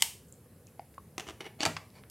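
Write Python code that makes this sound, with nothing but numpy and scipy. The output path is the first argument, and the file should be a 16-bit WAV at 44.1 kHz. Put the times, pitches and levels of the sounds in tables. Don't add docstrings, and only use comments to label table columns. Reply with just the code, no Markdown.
import sys
import numpy as np
from scipy import signal
from scipy.fft import rfft, irfft
from scipy.io import wavfile
from scipy.ndimage import uniform_filter1d

SR = 44100
rng = np.random.default_rng(int(sys.argv[2]) if len(sys.argv) > 2 else 0)


def undo_db(level):
    steps = np.asarray(level, float) / 20
    return 10 ** steps


def transcribe(u):
    v = np.clip(np.atleast_2d(u).T, -1, 1)
    q = np.round(v * 32767).astype(np.int16)
    wavfile.write(sys.argv[1], SR, q)


N = 93006

# [f/Hz, level/dB per Hz]
RUMBLE = [(15, -38.5), (25, -23), (55, 0), (102, -1), (245, -9), (303, -16), (461, -11), (638, -20.5),
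          (1200, -29.5), (1560, -58), (2640, -120)]
HISS = [(710, -39.5), (1200, -3.5), (1630, -2.5), (3280, -9.5), (5490, -10.5), (6540, -11), (11100, -2),
        (15500, -11), (16400, -16.5)]
WIDTH = [(15, -33), (25, -8), (101, 1), (501, -10.5), (1630, -26.5), (10000, -13), (15000, -12.5)]
RUMBLE_DB, HISS_DB, WIDTH_DB = -56, -67.5, -73.5

# [f/Hz, level/dB]
ROOM_DECAY = [(150, 0.1), (600, 0.37), (1400, 0.29), (2200, 0.34), (4000, 0.36), (8000, 0.35),
              (14000, 0.35)]
ROOM_COLOUR = [(150, -1), (600, 0), (1400, -1), (2200, -0.5), (3400, -5.5), (8000, -4.5), (14000, 0)]
ROOM_DB, ROOM_GAP_S = -5.5, 0.0013

THUMPS = [
    (1.6048, -31, 305, .035),
    (1.662, -36, 101, .2),
    (1.663, -29, 770, .06),
    (1.665, -37, 163, .25),
    (1.745, -45, 98, .4),
    (1.74, -46, 162, .4),
    (1.965, -51, 200, .08),
]
BARREL_POPS = [
    (.7943, -32, 710, .026),
    (.7945, -35, 800, .03),
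    (.7948, -40, 590, .016),
    (.7945, -46, 1350, .012),
    (.9800, -33, 1100, .028),
    (.9805, -44, 540, .014),
    (.9975, -50, 1110, .022),
]
PART_PINGS = [(1.6318, -21, 5835, .011), (1.6318, -28, 830, .045), (1.632, -31, 1696, .03),
              (1.6315, -32, 315, .05), (1.6525, -30, 430, .04), (1.6525, -28, 7800, .007),
              (1.6608, -27, 6500, .009), (1.6615, -31, 10400, .006), (1.662, -29, 1310, .042),
              (1.664, -30, 652, .1), (1.663, -31, 912, .1), (1.655, -29, 320, .05),
              (1.4058, -38, 3000, .018), (1.6055, -27, 4520, .02), (1.6058, -29, 2240, .02),
              (1.6523, -22, 4510, .016), (1.6615, -25, 4000, .008)]
THUMP_DB, POP_ROOM_DB = -0.3, -12

# [t/s, level/dB, centre f/Hz, width/Hz, chatter/s]
FINGER_TICKS = [(0.283, -54.5, 7800, 2520, 0.013), (.3247, -37, 7740, 2200, 0.00094),
                (0.3402, -51, 6480, 2920, .001), (0.6696, -44, 6570, 4930, 0.00088),
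                (0.675, -59.5, 2580, 600, 0.009), (.686, -55, 7000, 4070, .002),
                (0.7951, -50.5, 4700, 1200, 0.00058), (0.7949, -42, 1990, 1450, 0.00014),
                (0.9409, -50.5, 1600, 2540, 0.00087), (0.9454, -49.5, 6900, 4990, 0.0014),
                (0.9823, -52, 3370, 3040, 0.0013), (1.9026, -51.5, 3900, 6000, 0.0016),
                (1.963, -57, 8280, 8850, .001), (1.981, -50.5, 3380, 4030, 0.00045),
                (2.0372, -41, 1560, 1470, 0.00043), (2.0994, -37.5, 7660, 4015, 0.0014),
                (2.0985, -46, 12200, 2000, 0.0024), (2.099, -47.5, 3880, 3080, 0.0032)]

# spectrum of its many small modes [f/Hz, level/dB per Hz], its strong modes [f/Hz, level/dB, t60/s]
LATCH = ([(300, -32), (800, -17), (1500, -13), (2400, -6), (3700, -5), (8000, -3.5), (12000, -11),
         (16000, -24.5)], [(894, -9, .02), (2037, 0, 0.018), (3040, 4, .013), (4440, -3, .014),
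         (5860, -6.5, .01), (7050, -6, 0.014), (8310, -1, 0.014), (9140, -5, 0.0054)])
LOOSE_MOUNT = ([(120, -41), (200, -2), (2380, -5.5), (2960, -1.5), (4860, -12), (6050, -5.5), (16000, -31)],
               [(353, -1.5, 0.021), (739, -7, 0.034), (988, -6.5, 0.026), (2160, -9, 0.02),
               (2900, 7.5, 0.0042), (6136, -10, 0.0072)])
RESTING_MOUNT = ([(120, -34.5), (200, -7), (696, -2.5), (791, -5), (2960, -2), (16000, -32.5)],
                 [(362, -1.5, 0.03), (436, -4, 0.028), (816, -2, 0.029), (2200, 1, 0.016),
                 (2940, -2.5, 0.019), (5840, -9.5, 0.021), (9800, -6, 0.0067)])
CAUGHT_MOUNT = ([(200, -22), (322, -3.5), (899, -2), (1450, -7.5), (3000, 0.5), (4600, -8.5), (7830, -12),
                (16000, -40.5)], [(320, -9, 0.024), (645, -8, 0.024), (2256, -2.5, .012),
                (2740, -4.5, 0.013), (3310, -6, .015), (4510, -1, 0.013), (6900, -5, 0.0087)])
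TIGHT_MOUNT = ([(120, -52), (200, 2.5), (322, 0), (899, -2.5), (1450, -2), (4600, -8.5), (7830, -10.5),
               (16000, -37)], [(420, -13, 0.026), (633, -7.5, 0.0265), (883, -4, 0.019), (2200, 3, 0.0071),
               (4550, -1, 0.01), (5765, -13, 0.0081)])
ROCKED_MOUNT = ([(300, -21), (800, -1.5), (1200, 0), (2400, -8.5), (3300, -9.5), (5100, -9.5), (8000, -19),
                (16000, -39)], [(1174, -2.5, 0.015), (1600, -1, 0.016), (2256, 3.5, 0.012),
                (2550, 0, 0.021), (3310, -7, .015), (5110, -2, 0.01), (6330, -9, .01)])

# [start t/s, length/s, level/dB, tilt/dB per octave]
DRAG_OFF = [
    (-.03, 0.063, -46.5, 0.5),
]
DRAG_LOOSE = [
    (1.205, 0.034, -53.5, -4.5),
    (1.25, 0.071, -50, -1.4),
]
DRAG_RESTING = [
    (1.392, 0.059, -52.5, -0.031),
    (1.435, 0.043, -47.5, -0.37),
    (1.48, 0.047, -62, -0.92),
]
DRAG_CAUGHT = [
    (1.585, 0.034, -48, -2.1),
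    (1.607, 0.0266, -36.5, 0.6),
]
DRAG_TIGHT = [
    (1.665, 0.058, -44, -6),
    (1.92, 0.1, -60, -1.5),
]

# [t/s, peak level/dB, tilt/dB per octave, chatter/s]
SNAP = [
    (.0216, -24.5, 17.5, .0003),
    (.0224, -4.5, 1, 0.00017),
]
SEATING = [
    (1.1803, -20.5, 0.79, 0.00056),
    (1.1972, -24.5, 0.74, 0.00024),
    (1.2055, -30, 1.9, 0.0003),
    (1.268, -38.5, -1.1, 0.0023),
    (1.278, -39, 2, 0.00046),
    (1.2872, -28.5, -1.3, 0.00012),
    (1.297, -35, 0.46, 0.00072),
    (1.306, -37, -0.39, 0.00083),
]
SETTLING = [(1.4057, -29.5, 0.45, 0.0018), (1.4085, -37, .5, 0.00086), (1.4118, -34.5, 0.9, 0.001),
            (1.4165, -49, -0.46, 0.0009), (1.4205, -40, .5, .001), (1.4435, -43, 1, .001),
            (1.4547, -39, .5, 0.0014), (1.4635, -38.5, 0.92, 0.001), (1.4665, -42, .5, .001),
            (1.4705, -41, .5, .001), (1.4745, -41, -.6, 0.00085)]
CATCHING = [
    (1.6055, -20, 1.3, 0.00095),
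    (1.6135, -24.5, 1.3, 0.00064),
    (1.618, -34, 0.39, 0.00083),
    (1.628, -28.5, 1.8, 0.00087),
    (1.6315, -15.5, 0.59, 0.00091),
    (1.638, -24, -0.85, .001),
]
TWIST = [
    (1.6523, -15, 2.9, 0.00099),
    (1.6548, -16, 1.5, 0.0006),
    (1.6595, -20.5, 1, .0008),
    (1.6615, -15, 1, 0.0011),
    (1.668, -24, 1.4, 0.0015),
    (1.6745, -27.5, -0.5, 0.002),
]
ROCKING = [
    (1.7662, -25.5, -0.13, .001),
    (1.7688, -29, -1, 0.00066),
    (1.7722, -37, 1, 0.00083),
    (1.7755, -41, 1.5, 0.0017),
    (1.7785, -51, -1, 0.0012),
]

SLIPS_PER_S, SLIP_SPREAD_DB = 3000, 3.0
SMALL_RING_S, SMALL_RING_SLOPE = 0.017, -0.24
SMALL_DB, STRONG_ROOM_DB = 28, -6.5
EVEN_HZ = 499
DETUNE = .008
RISE_S = 0.00038
LEAD = 44


def evened(x):
    return x / np.sqrt(np.mean(x ** 2) + 1e-20)


def read(points, hz):
    f, value = np.transpose(points)
    return np.interp(np.log(hz + 1), np.log(f + 1), value)


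def add(mix, s, sound):
    at = round(s * SR)
    sound = sound[max(-at, 0):]
    part = mix[max(at, 0):][:len(sound)]
    part += sound[:len(part)]


def noise(spectrum, patchy_db):
    frames, hz = N // 256 + 5, np.fft.rfftfreq(1024, 1 / SR)
    real, imag, patches = rng.standard_normal((frames, 513, 3)).T
    patches = uniform_filter1d(patches, size=10, axis=0)
    patches = evened(uniform_filter1d(patches, size=12, axis=1))
    z = (real + 1j * imag) * undo_db(read(spectrum, hz)[:, None] + patchy_db * patches)
    return evened(signal.istft(z, nperseg=1024, noverlap=768)[1][:N])


def room(x):
    taps = np.zeros(SR // 2)
    at = np.arange(0, SR // 2 - 20, 20)
    taps[at + rng.integers(0, 20, len(at))] = rng.choice([-1., 1.], len(at))
    hz, t, z = signal.stft(taps, SR, nperseg=256)
    level_db = read(ROOM_COLOUR, hz)[:, None] - 60 * t / read(ROOM_DECAY, hz)[:, None]
    tail = signal.istft(z * undo_db(level_db), SR, nperseg=256)[1]
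    tail = tail * np.minimum(np.arange(len(tail)) / SR / ROOM_GAP_S, 1) ** 2
    return signal.fftconvolve(x, tail / np.linalg.norm(tail))[:N]


def struck(hz, db, t60, t):
    onset = 1 - np.exp(-(t / RISE_S) ** 2)
    return undo_db(db - 60 * t / t60) * np.sin(2 * np.pi * hz * t) * onset


def pops(rows):
    out = np.zeros(N)
    for s, db, hz, t60 in rows:
        add(out, s, struck(hz, db, t60, np.arange(SR // 3) / SR))
    return out


def chatter(length):
    t = np.arange(1024) / SR
    return rng.standard_normal(len(t)) * np.exp(-t / length)


def ticks():
    out = np.zeros(N)
    for s, db, hz, width_hz, length in FINGER_TICKS:
        b, a = signal.iirpeak(hz, hz / width_hz, SR)
        tick = signal.lfilter(b, a, chatter(length))
        tick = signal.lfilter(b, a, tick)
        add(out, s, undo_db(db) * tick / abs(tick).max())
    return out


def ring(body, tilt_db, touch, count=140):
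    colour, strong = body
    t = np.arange(2048)[:, None] / SR
    place, phase = rng.random((count, 2)).T
    hz = 150 + 16000 * ((np.arange(count) + place) / count) ** 1.5
    t60 = SMALL_RING_S * (hz / 2000) ** SMALL_RING_SLOPE
    crowd = (undo_db(-60 * t / t60) * np.sin(2 * np.pi * (hz * t + phase))).sum(axis=1)

    z, f = rfft(signal.fftconvolve(crowd, touch), 4096), np.fft.rfftfreq(4096, 1 / SR)
    even = np.sqrt(uniform_filter1d(abs(z) ** 2, size=round(EVEN_HZ * 4096 / SR)))
    tone = undo_db(SMALL_DB + read(colour, f) + tilt_db * np.log2(f / 2000 + 0.028))
    small = np.roll(irfft(tone * z / [even, abs(z)]), LEAD, axis=1)[:, :2048]
    near, around = small * np.minimum(t.T * SR / LEAD, 1) ** 2

    hz, db, t60 = np.transpose(strong)
    hz = hz * (1 + DETUNE * rng.standard_normal(len(hz)))
    modes = struck(hz, db + tilt_db * np.log2(hz / 2000), t60, t).sum(axis=1)
    modes = np.roll(modes, LEAD)
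    return np.array([near + modes, around + undo_db(STRONG_ROOM_DB) * modes])


def drags(rows, body):
    out = np.zeros(N)
    for s, length, db, tilt_db in rows:
        chance, size, sign = rng.random((SR // 5, 3)).T
        stroke = np.sin(np.pi * np.minimum(np.arange(SR // 5) / SR / length, 1))
        sizes = undo_db(-SLIP_SPREAD_DB * np.log(size + 0.0017))
        slips = (chance < SLIPS_PER_S / SR) * sizes * np.sign(sign - .5)
        response = ring(body, tilt_db, np.ones(1))[0]
        response = response / np.linalg.norm(response)
        add(out, s, undo_db(db) * signal.fftconvolve(stroke * evened(slips), response))
    return out


def knocks(rows, body):
    out = np.zeros((N, 2))
    for s, db, tilt_db, length in rows:
        hit = ring(body, tilt_db, chatter(length))
        add(out, s - LEAD / SR, undo_db(db) * hit.T / abs(hit[0]).max())
    return out.T


def scene():
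    floor = undo_db(RUMBLE_DB) * noise(RUMBLE, patchy_db=-1.3) + undo_db(HISS_DB) * noise(HISS, patchy_db=1.2)
    side = undo_db(WIDTH_DB) * noise(WIDTH, patchy_db=-2.0)

    pop_sends = undo_db([[0], [POP_ROOM_DB]])
    handling = ticks() + pop_sends * pops(BARREL_POPS)
    unlatching = drags(DRAG_OFF, LATCH) + knocks(SNAP, LATCH)
    seating = drags(DRAG_LOOSE, LOOSE_MOUNT) + knocks(SEATING, LOOSE_MOUNT)
    settling = drags(DRAG_RESTING, RESTING_MOUNT) + knocks(SETTLING, RESTING_MOUNT)
    catching = drags(DRAG_CAUGHT, CAUGHT_MOUNT) + knocks(CATCHING, CAUGHT_MOUNT)
    twisting = drags(DRAG_TIGHT, TIGHT_MOUNT) + knocks(TWIST, TIGHT_MOUNT)
    twisting = twisting + knocks(ROCKING, ROCKED_MOUNT) + pop_sends * pops(PART_PINGS)

    stages = [handling + unlatching, seating + settling, catching + twisting]
    near = sum(stage[0] for stage in stages)
    echoes = undo_db(ROOM_DB) * sum(room(stage[1]) for stage in stages)
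    mid = near + echoes + undo_db(THUMP_DB) * pops(THUMPS) + floor
    return np.array([mid + side, mid - side])


def band_limit(x):
    return signal.sosfilt(signal.butter(12, 16400, fs=SR, output="sos"), x)


def record(dry):
    low_edge_hz, high_edge_hz = 69.4, 16250
    low_cut = signal.butter(4, low_edge_hz, "highpass", fs=SR, output="sos")
    high_cut = signal.firwin(255, high_edge_hz, fs=SR)[None]
    mix = signal.sosfilt(low_cut, dry)
    mix = signal.oaconvolve(mix, high_cut, "same", axes=1)
    return band_limit(mix)


dry = scene()
out = record(dry)
transcribe(out)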